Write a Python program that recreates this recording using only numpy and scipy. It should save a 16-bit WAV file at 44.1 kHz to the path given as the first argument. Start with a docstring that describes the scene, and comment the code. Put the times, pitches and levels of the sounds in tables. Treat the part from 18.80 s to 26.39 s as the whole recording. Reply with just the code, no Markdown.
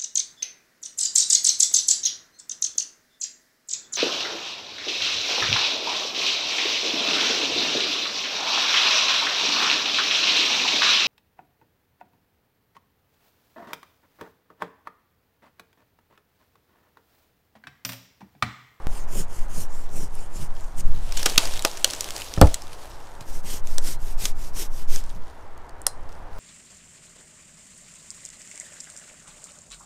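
"""A saw rasps through a thin dead trunk in a wood, over far traffic, heard by a microphone worn on the body.
Clicks spaced by the passing teeth are coloured into rasp, tearing hiss and woody boom. The trunk is pushed
over: noise bursts snap its fibres, the crown crackles, and ringing modes of wood and soil make a deep thud.
The saw then cuts a branch, a side twig is snapped off and the blade rings. Body movement rumbles and knocks."""
import sys
import numpy as np
from scipy import signal
from scipy.fft import rfft, irfft, next_fast_len
from scipy.io import wavfile
from scipy.ndimage import uniform_filter1d

SR = 44100
rng = np.random.default_rng(int(sys.argv[2]) if len(sys.argv) > 2 else 0)


def master(y):
    """Save y as 16-bit WAV."""
    cut = np.clip(np.atleast_2d(y).T, -1, 1)
    pcm = np.round(cut * 32767)  # scale
    wavfile.write(sys.argv[1], SR, pcm.astype(np.int16))


N = 334719
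TIME = np.arange(N) / SR  # s

# Far road: spectrum [f/Hz, level/dB], then its swell [t/s, level/dB]
TRAFFIC_COLOUR = [(30, -6.5), (65, 0), (120, -11), (200, -17.5), (350, -13), (600, -12), (900, -10),
                  (1300, -16.5), (1800, -21), (2500, -30.5), (3500, -35.5), (5000, -42.5), (9000, -49),
                  (15000, -55)]
TRAFFIC_SWELL = [(0, -45), (1, -48.5), (1.8, -48.5), (3, -47), (4.1, -48), (5.2, -49), (6.2, -49.5),
                 (6.8, -47.5), (7.59, -46)]
# Echo off the trunks: spectrum [f/Hz, level/dB]
FOREST_COLOUR = [(100, -9.5), (600, 19), (3000, 0.5), (8000, 3.5), (15000, -13.5)]

# Body moving behind the microphone [start t/s, end t/s, level/dB], then its rumble [f/Hz, level/dB]
SWAY_MOVES = [(.07, 0.46, -29.5), (.45, 1.95, -34), (1.97, 2.22, -24), (2.22, 2.81, -31), (3.62, 3.74, -30),
              (4.5, 6.45, -32), (7.15, 7.59, -38.5)]
SWAY_COLOUR = [(4, 4.5), (9, 15), (14, 5), (22, -2), (35, -16.5), (60, -25.5), (120, -31), (250, -42),
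               (600, -71), (2000, -100)]
SWAY_REST_DB, SWAY_EASE_S = -47.5, .09  # standing still; time to start and stop moving
# Soft knocks on the microphone mount [t/s, peak level/dB], then their spectrum [f/Hz, level/dB]
MOUNT_BUMPS = [(2.071, -27), (2.138, -25), (4.401, -31), (4.64, -28.5), (6.35, -29.5)]
BUMP_COLOUR = [(20, 5), (60, 2.5), (110, -1), (180, -2), (280, -15), (600, -36), (2000, -39)]
POP_S, POP_DB = .0701, -15  # a lone dry pop: time, peak
# A full pull through the trunk jogs the mount twice: peak, lead on top speed, spacing, shortest full pull
TUG_DB, TUG_LEAD_S, TUG_GAP_S, FULL_PULL_S = -25.5, .035, .036, .15

# Crown dragging through the undergrowth as the trunk goes over [t/s, level/dB]
CROWN_FALL = [(1.7, -60), (2.0, -61.5), (2.3, -44.5), (2.46, -36.5), (2.72, -38.5), (2.98, -43),
              (3.3, -38.5), (3.8, -47.5), (4.45, -57)]
# Brief stirrings of twigs and leaves [t/s, level/dB, Gaussian spread/s]
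STIRS = [(2.403, -37, .04), (4.024, -49, 0.052), (6.219, -53.5, 0.068), (6.424, -62, 0.26),
         (7.35, -61.5, 0.094), (7.59, -53, 0.039)]
# Rustle of twigs and leaves: spectrum [f/Hz, level/dB]
TWIG_COLOUR = [(150, -8.5), (350, -3), (600, 3), (1300, -5.5), (2000, -5), (2900, -2), (5000, -3),
               (8000, -5.5), (11000, -10), (15000, -17)]
LITTER_DB, LITTER_STILL_DB = -62, -69  # leaves underfoot: before the crown falls, and afterwards
# A break above the threshold shakes the crown: added gain for a 0 dB snap, dB per dB of snap, decay
SHAKE_FROM_DB, SHAKE_DB, SHAKE_PER_DB, SHAKE_T60_S = -9, 2, .27, .49

# Butt meeting the ground [t/s, knock level/dB before trim, boom level/dB, contact/s (a third of the push t60)]
BUTT_BLOWS = [(3.5762, -18, -16.5, 0.0006), (3.6143, 2.5, 1, 0.00042), (3.6222, -6, -41, 0.0011),
              (3.637, -27, -6.5, .002), (3.653, -27, -13.5, .002)]
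# Soil booming under it [f/Hz, level/dB, t60/s]
SOIL_MODES = [(32.4, -0.5, 0.073), (53.3, -3, 0.12), (86, 1.5, 0.1), (148.4, -8, 0.19)]
SOIL_LAG_S = .00458
# Trunk ringing [f/Hz, level/dB, t60/s]
LOG_MODES = [(298, -3, .11), (350, -8, .07), (426, -10, .06), (515, -14, .04), (640, -3, .034),
             (840, -28, .057), (900, -25, .032), (1117, -11, .01), (1310, -0.5, .03), (1750, -1, .022)]
# Crunch of the ground: spectrum [f/Hz, level/dB]
CRUNCH_COLOUR = [(80, -5), (330, -1), (700, -2.5), (1800, -14), (4000, -13.5), (12000, -30)]

# Wood snapping [t/s, level/dB before trim, splinter f/Hz, splinter share/dB, t60/s, body level/dB before trim]
WOOD_SNAPS = [(1.353, -28.5, 9200, 19, .0053, -20), (2.006, -30, 5950, 3, 0.016, -19),
              (2.3233, -20, 3900, -2, 0.013, -12.5), (2.373, -16, 6230, 5, .029, -6),
              (2.43, -15.5, 6030, -1, 0.011, 1), (2.4598, -5.5, 5450, -4, 0.031, 1.5),
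              (2.5789, 5.5, 4050, -1, .017, -7), (2.655, -16.5, 4960, 14, 0.011, -6),
              (2.7376, -20, 4960, -15, .013, 0), (2.7934, -16.5, 4020, 2, 0.0088, -19),
              (2.8235, -14, 7000, 1, .0037, -18.5), (2.8488, -9, 830, 9, .016, -5),
              (2.85, -4.5, 5500, -2, 0.013, 6), (3.0453, 3.5, 4560, -3, 0.0086, -5.5),
              (3.1351, -17, 6000, -10, 0.014, 1), (3.2082, -9, 6500, 11, 0.0084, -28),
              (3.244, -15, 6000, -10, 0.0037, -20), (3.3644, -14.5, 5000, -26, 0.0052, -6.5),
              (3.419, -19, 3120, 6, 0.01, -17), (3.5388, -12, 6170, 0, 0.0024, -10),
              (3.6141, 0.5, 4000, -10, .009, -6), (3.671, -24.5, 2100, -4, 0.024, -7),
              (3.743, -10, 6800, 11, .012, -33), (3.8207, -24.5, 5500, 7, .0066, -14),
              (4.4086, -34.5, 5960, -9, 0.033, -1), (4.872, -25, 6952, 4, 0.0085, -8),
              (4.9828, -10, 6760, -0.5, 0.0091, -4), (5.4548, -10, 5760, 0, 0.019, -7.5),
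              (6.1608, -12, 6070, 15, 0.0039, -6), (6.301, -39, 3750, 8, .028, -12),
              (6.778, -37, 7000, -9, 0.0038, -9), (6.8938, -35.5, 7900, 0, .0058, -13),
              (7.0176, -23.5, 8800, 22, 0.0028, -29.5), (7.0667, -3.5, 5450, 12, .0045, -3),
              (7.0678, 0.5, 8700, 15, 0.0051, -12), (7.3272, -36.5, 5800, -3, .0042, -18)]
# Snap spectra, the tear and the low wood body [f/Hz, level/dB]
SNAP_COLOUR = [(200, -28), (1000, -17.5), (2500, 1), (5000, 2), (8000, -2.5), (11000, -6.5), (15000, -14.5)]
SNAP_BODY = [(100, -14.5), (300, 0.5), (800, -4), (1500, 1.5), (2500, -10.5), (6000, -52)]
LEAD_S = .01  # room before each break for the first fibres to give
TWIG_SNAPS = 70  # small breaks, placed at random and scaled by the stirring there
TWIG_SNAP_DB, TWIG_SNAP_SPREAD_DB = 16, 2.5  # level over the stirring before the snap trim, and its scatter
TWIG_SNAP_HZ, TWIG_SNAP_T60_S = 5200, .0078  # middle values, each scattered

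# Steel blade partials [f/Hz, level/dB, t60/s]
BLADE_MODES = [(3820, -18.5, .25), (4100, -5, .15), (4165, -3, .18), (4480, -19, 0.28), (4900, -12, 0.24)]
# Jolts that ring the blade [t/s, level/dB]
BLADE_JOLTS = [(4.409, -56), (5.16, -57), (6.199, -58), (7.07, -39)]

# Push-and-pull cycles, trunk then branch
# [push starts t/s, pull starts t/s, pull ends t/s, pull level/dB, woody body level/dB re pull]
TRUNK_STROKES = [(.06, 0.264, .46, -36, -0.5), (.465, .675, .87, -38.5, -3), (.88, 1.08, 1.29, -43, 3.5),
                 (1.29, 1.495, 1.685, -43.5, -1.5), (1.69, 1.953, 2.025, -41, -3.5)]
BRANCH_STROKES = [(4.44, 4.625, 4.815, -34, -6), (4.825, 5.005, 5.17, -32.5, -5),
                  (5.18, 5.365, 5.53, -32, -7), (5.54, 5.725, 5.885, -32, -7.5),
                  (5.89, 6.07, 6.225, -34, -10)]
# The arm in each cut
# [first push level/dB, its fall/(dB per s squared) as the cut opens, share of a pull gone by at top speed]
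TRUNK_ARM = (-47, 3.2, .64)
BRANCH_ARM = (-44.5, .9, .5)
# Rasp of the teeth, hiss of deep tearing and boom of the wood: spectra [f/Hz, level/dB]
TRUNK_RASP = [(900, -17), (2000, -6), (3000, -5), (3800, -14.5), (5000, -4.5), (7200, 1.5), (7900, -4),
              (8700, -2.5), (10500, -7.5), (12500, -9), (15000, -17)]
BRANCH_RASP = [(900, -7.5), (2000, -3.5), (3000, -2.5), (4200, -3), (5400, 2.5), (7000, 0.5), (8400, -0.5),
               (10500, -5), (13000, -3.5), (15000, -14.5)]
TEAR_COLOUR = [(2000, -20), (6000, -15), (8800, 6), (10500, -4), (12700, 1), (15000, -21)]
TRUNK_BODY = [(40, -57), (90, 1.5), (160, -0.5), (250, -8), (380, -6.5), (600, -13), (1200, -42),
              (3000, -51)]
BRANCH_BODY = [(40, -31), (90, 4), (200, -1.5), (330, 1), (480, -1.5), (700, -13), (1300, -17),
               (3000, -20.5)]
PUSH_FASTEST, PUSH_BODY_DB = .53, -3.5  # share of a push gone by at top speed; its woody body

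TOP_HZ = 15400  # upper limit of the microphone sound


def undb(db):
    """Decibels to gain."""
    return 10 ** (np.asarray(db) / 20)


def unit(x):
    """Scale to rms 1."""
    return x / np.sqrt(np.mean(x ** 2) + 1e-20)


def fade(t60, size):
    """Exponential decay, 60 dB down after t60 seconds."""
    return np.exp(-np.log(1000) * TIME[:size] / t60)


def curve(rows):
    """Rows of (s, value) joined by straight lines."""
    return np.interp(TIME, *np.transpose(rows))


def band(x, lo_hz, hi_hz, order=1):
    """Band-pass."""
    edges = [lo_hz, min(hi_hz, SR / 2 - 1)]
    return signal.sosfilt(signal.butter(order, edges, 'band', fs=SR, output='sos'), x)


def colour(x, points):
    """Minimum-phase filter through (Hz, dB) points, so that nothing sounds ahead of its cause."""
    size = 2 * next_fast_len(len(x) // 2 + 2048)
    hz, db = np.transpose(points)
    log_hz = np.log(np.fft.rfftfreq(size, 1 / SR) + 1)
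    log_gain = np.log(undb(np.interp(log_hz, np.log(hz), db)))
    # folding the cepstrum forward in time gives the causal phase
    cepstrum = irfft(log_gain)
    cepstrum[1:size // 2] *= 2
    cepstrum[size // 2 + 1:] = 0
    return irfft(rfft(x, size) * np.exp(rfft(cepstrum)))[:len(x)]


def ring(modes, size=22050):
    """Impulse response of (Hz, dB, t60) modes, each a decaying sine."""
    return sum(undb(db) * fade(t60, size) * np.sin(2 * np.pi * hz * TIME[:size]) for hz, db, t60 in modes)


def walk(rate):
    """Random wander of spread near 1: Gaussian knots, rate per second, joined by lines."""
    knots = rng.standard_normal(4096)
    return np.interp(TIME * rate, np.arange(len(knots)), knots)


def clicks(rate, spread_db):
    """Random clicks, rate per second, a few of them much larger than the rest."""
    size = undb(spread_db * np.minimum(rng.exponential(size=N), 4))
    return unit((rng.random(N) < rate / SR) * size * rng.choice([-1, 1], N))


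def shimmer(x, depth_db, rate, count=14):
    """Resonances that come and go: each narrow band swells and sinks on its own."""
    size = next_fast_len(N, real=True)
    spectrum, hz = rfft(x, size), np.fft.rfftfreq(size, 1 / SR)
    place = np.interp(hz, [1500, 15000], [0, count - 1])
    # triangular bands overlap and add up to the whole spectrum
    bands = (irfft(spectrum * np.maximum(1 - abs(place - k), 0), size)[:N] for k in range(count))
    return unit(sum(b * undb(depth_db * walk(rate)) for b in bands))


def add(out, start_s, sound):
    """Mix a sound in at a time."""
    i = max(int(start_s * SR), 0)
    out[i:i + len(sound)] += sound[:N - i]


def traffic():
    """A far road: smooth coloured noise, slowly swelling."""
    hum = colour(rng.standard_normal(N), TRAFFIC_COLOUR)
    hum /= np.std(band(hum, 300, 2000, order=4))  # swell levels refer to this band
    return hum * undb(curve(TRAFFIC_SWELL) + .5 * walk(4.6))


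def forest(x, near_db, near_t60, far_db, far_t60, size=30000):
    """Ground and body scatter the sound in a short noise tail, the trunks in a longer, weaker one."""
    near = undb(near_db) * fade(near_t60, size)
    far = undb(far_db) * fade(far_t60, size)
    tail = rng.standard_normal(size) * (near + far)
    tail *= np.minimum(TIME[:size] / .0071, 1)  # the scatter builds up over 7.1 ms
    return x + signal.fftconvolve(x, colour(tail, FOREST_COLOUR))[:N]


def sway():
    """Deep rumble as the body moves behind the microphone: low noise following the motion."""
    rumble = colour(rng.standard_normal(N), SWAY_COLOUR)
    rumble /= np.std(band(rumble, 18, 50, order=4))  # motion levels refer to this band
    motion = np.full(N, undb(SWAY_REST_DB))
    for start, end, db in SWAY_MOVES:
        motion[(TIME >= start) & (TIME < end)] = undb(db)
    return rumble * uniform_filter1d(motion, int(SWAY_EASE_S * SR))


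def bumps(size=11025):
    """Soft knocks of the body on the microphone mount, two more at each full trunk pull; and, apart from these,
    one lone dry pop."""
    out = np.zeros(N)
    envelope = fade(.094, size) * (1 - fade(.06, size))
    tugs = []
    for _, turn, end, *_ in TRUNK_STROKES:
        if end - turn > FULL_PULL_S:
            first = turn + TRUNK_ARM[2] * (end - turn) - TUG_LEAD_S
            tugs += [(first, TUG_DB), (first + TUG_GAP_S, TUG_DB)]
    for s, db in list(MOUNT_BUMPS) + tugs:
        knock = colour(rng.standard_normal(size) * envelope, BUMP_COLOUR)
        add(out, s, undb(db) * knock / np.abs(knock).max())
    add(out, POP_S, -undb(POP_DB) * fade(.083, size))
    return out


def stirring():
    """How hard twigs and leaves move: the falling crown, shaken by louder breaks, and stirs on the ground."""
    shake = np.ones(N)
    for s, db, *_ in WOOD_SNAPS:
        if db > SHAKE_FROM_DB:
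            add(shake, s, undb(SHAKE_DB + SHAKE_PER_DB * db) * fade(SHAKE_T60_S, N))
    start, end = CROWN_FALL[0][0], CROWN_FALL[-1][0]
    crown = undb(curve(CROWN_FALL)) * (TIME > start) * (TIME < end) * shake
    litter = undb(np.where(TIME < start, LITTER_DB, LITTER_STILL_DB))
    stirs = sum(undb(db) * np.exp(-.5 * ((TIME - s) / spread) ** 2) for s, db, spread in STIRS)
    return np.sqrt(crown ** 2 + litter ** 2 + stirs ** 2)


def twigs(stir, size=512):
    """Dry leaves brush along as dense clicks while tiny twigs tick in short bursts of shifting colour."""
    bursts = signal.fftconvolve(np.abs(clicks(150, 2.8)), fade(.006, size))[:N]
    ticks = shimmer(bursts * rng.standard_normal(N), 4, 60)
    rustle = shimmer(clicks(7000, 2), 2, 25) + .7 * ticks
    flicker_db = 1.6 * walk(30)
    return unit(colour(rustle, TWIG_COLOUR)) * stir * undb(flicker_db)


def thud(size=22050):
    """The butt grazes the ground, lands and settles: the wood knocks at once, the soft soil booms after."""
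    out = np.zeros(N)
    for s, knock_db, boom_db, contact in BUTT_BLOWS:
        push = fade(contact * 3, size)  # a longer contact gives a duller knock
        crunch = unit(colour(rng.standard_normal(size), CRUNCH_COLOUR)) * fade(.06, size)
        knock = signal.fftconvolve(ring(LOG_MODES) + crunch, push / push.sum())[:size]
        add(out, s, undb(knock_db - 4.5) * knock)
        add(out, s + SOIL_LAG_S, undb(boom_db) * ring(SOIL_MODES))
    return out


def snap(db, hz, share_db, t60, body_db, size=4096):
    """A few fibres give way, then the bundle breaks, ringing the splinter and the wood around it."""
    t = TIME[:size] - LEAD_S
    # a steep rise to the break, then the decay
    envelope = np.exp(np.log(1000) * np.minimum(t / (.26 * t60), -t / t60))
    tear, splinter, wood = rng.standard_normal((3, size)) * envelope
    crack = unit(colour(tear, SNAP_COLOUR)) + undb(share_db) * unit(band(splinter, hz / 1.11, hz * 1.1))
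    crack = unit(crack) + undb(body_db - 7.5) * unit(colour(wood, SNAP_BODY))
    return undb(db - 4.5) * crack * np.sqrt(np.mean(envelope ** 2))


def snaps(stir):
    """The loud breaks in turn, and small twigs giving way at random, as loud as the stirring allows."""
    out = np.zeros(N)
    for s, *settings in WOOD_SNAPS:
        add(out, s - LEAD_S, snap(*settings))
    scatter = rng.standard_normal((TWIG_SNAPS, 3))
    for place, (size, pitch, length) in zip(rng.random(TWIG_SNAPS), scatter):
        i = int(place * N)
        db = TWIG_SNAP_DB + TWIG_SNAP_SPREAD_DB * size
        hz = TWIG_SNAP_HZ * 2 ** (.4 * np.clip(pitch, -2, 2))
        t60 = TWIG_SNAP_T60_S * 2 ** (.5 * length)
        add(out, TIME[i] - LEAD_S, stir[i] * snap(db, hz, share_db=2.5, t60=t60, body_db=-11.5))
    return out


def blade(cuts):
    """The steel sings faintly under the teeth, and rings when the stroke stops or the saw is jarred."""
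    jolts = np.zeros(N)
    for s, db in BLADE_JOLTS:
        add(jolts, s, undb([db]))
    # above the few clear partials lie many close ones that blur into a sizzle
    sizzle = unit(band(rng.standard_normal(22050), 5000, 11500, order=2)) * fade(.15, size=22050)
    return signal.fftconvolve(undb(-52) * cuts + jolts, ring(BLADE_MODES) + undb(-4) * sizzle)[:N]


def strokes(cycles, arm):
    """Each cycle is a light sliding push and a biting pull: (start, fastest, end, level, body)."""
    first_push_db, easing, pull_fastest = arm
    for start, turn, end, db, body_db in cycles:
        push_db = first_push_db - easing * (start - cycles[0][0]) ** 2
        yield start, start + PUSH_FASTEST * (turn - start), turn, push_db, PUSH_BODY_DB
        yield turn, turn + pull_fastest * (end - turn), end, db, body_db


def saw(strokes, rasp, body, bite, tooth_hz, tooth_depth, grain_db, snag_db, shimmer_db, tear_db):
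    """Each stroke speeds up and slows down; passing teeth tear bunches of fibres and shake the wood."""
    speed, force, tearing, boom = np.zeros((4, N))
    for start, fastest, end, db, body_db in strokes:
        travel = np.interp(TIME, [start, fastest, end], [0, .5, 1])
        stroke = np.maximum(np.sin(np.pi * travel), 0)
        speed = np.maximum(speed, stroke)
        # a hard stroke digs in mostly at mid travel, a light one slides evenly
        dig = np.clip(bite + .055 * (db + 34.5), 0, 1)
        push = undb(db) * ((1 - dig) * stroke ** 1.05 + dig * stroke ** 4)
        force += push
        tearing += push * dig * stroke ** 2
        boom += push * undb(body_db)
    # count of teeth gone by; tooth_hz is the mean rate at top speed
    teeth = np.cumsum(tooth_hz * speed * (1 + .17 * walk(200))) / SR
    catch = unit(np.exp(tooth_depth * np.cos(2 * np.pi * teeth)) * undb(snag_db * walk(110)))
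    # the blade's free length changes as it saws; random band swells stand for its shifting resonances
    fibres = shimmer(colour(clicks(14000, grain_db) * catch, rasp), shimmer_db, 18, count=26)
    # teeth that dig deep add a brighter tearing hiss
    hiss = unit(colour(clicks(9000, grain_db) * catch, TEAR_COLOUR))
    wood = unit(colour(clicks(900, 2.3) * catch, body))
    return force * fibres + undb(tear_db) * tearing * hiss + boom * wood


def scene():
    """Two cuts with the fall of the trunk between them."""
    cuts = saw(strokes(TRUNK_STROKES, TRUNK_ARM), TRUNK_RASP, TRUNK_BODY, bite=.65, tooth_hz=420,
               tooth_depth=.4, grain_db=1.9, snag_db=1.5, shimmer_db=4.2, tear_db=-2)
    cuts += saw(strokes(BRANCH_STROKES, BRANCH_ARM), BRANCH_RASP, BRANCH_BODY, bite=.3, tooth_hz=520,
                tooth_depth=.32, grain_db=1.6, snag_db=1.3, shimmer_db=2.2, tear_db=0)
    stir = stirring()
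    wood = forest(snaps(stir) + thud(), near_db=-39, near_t60=.052, far_db=-53, far_t60=.22)
    background = traffic() + sway() + bumps()
    return (background + twigs(stir) + wood + blade(cuts) + cuts)[None]


def record(dry):
    """The loudest blows overload the microphone and clip; a steep low-pass cuts the top."""
    clipped = np.clip(dry, -1, 1)
    return signal.sosfilt(signal.ellip(8, .2, 70, TOP_HZ, fs=SR, output="sos"), clipped)


dry = scene()
out = record(dry)
master(out)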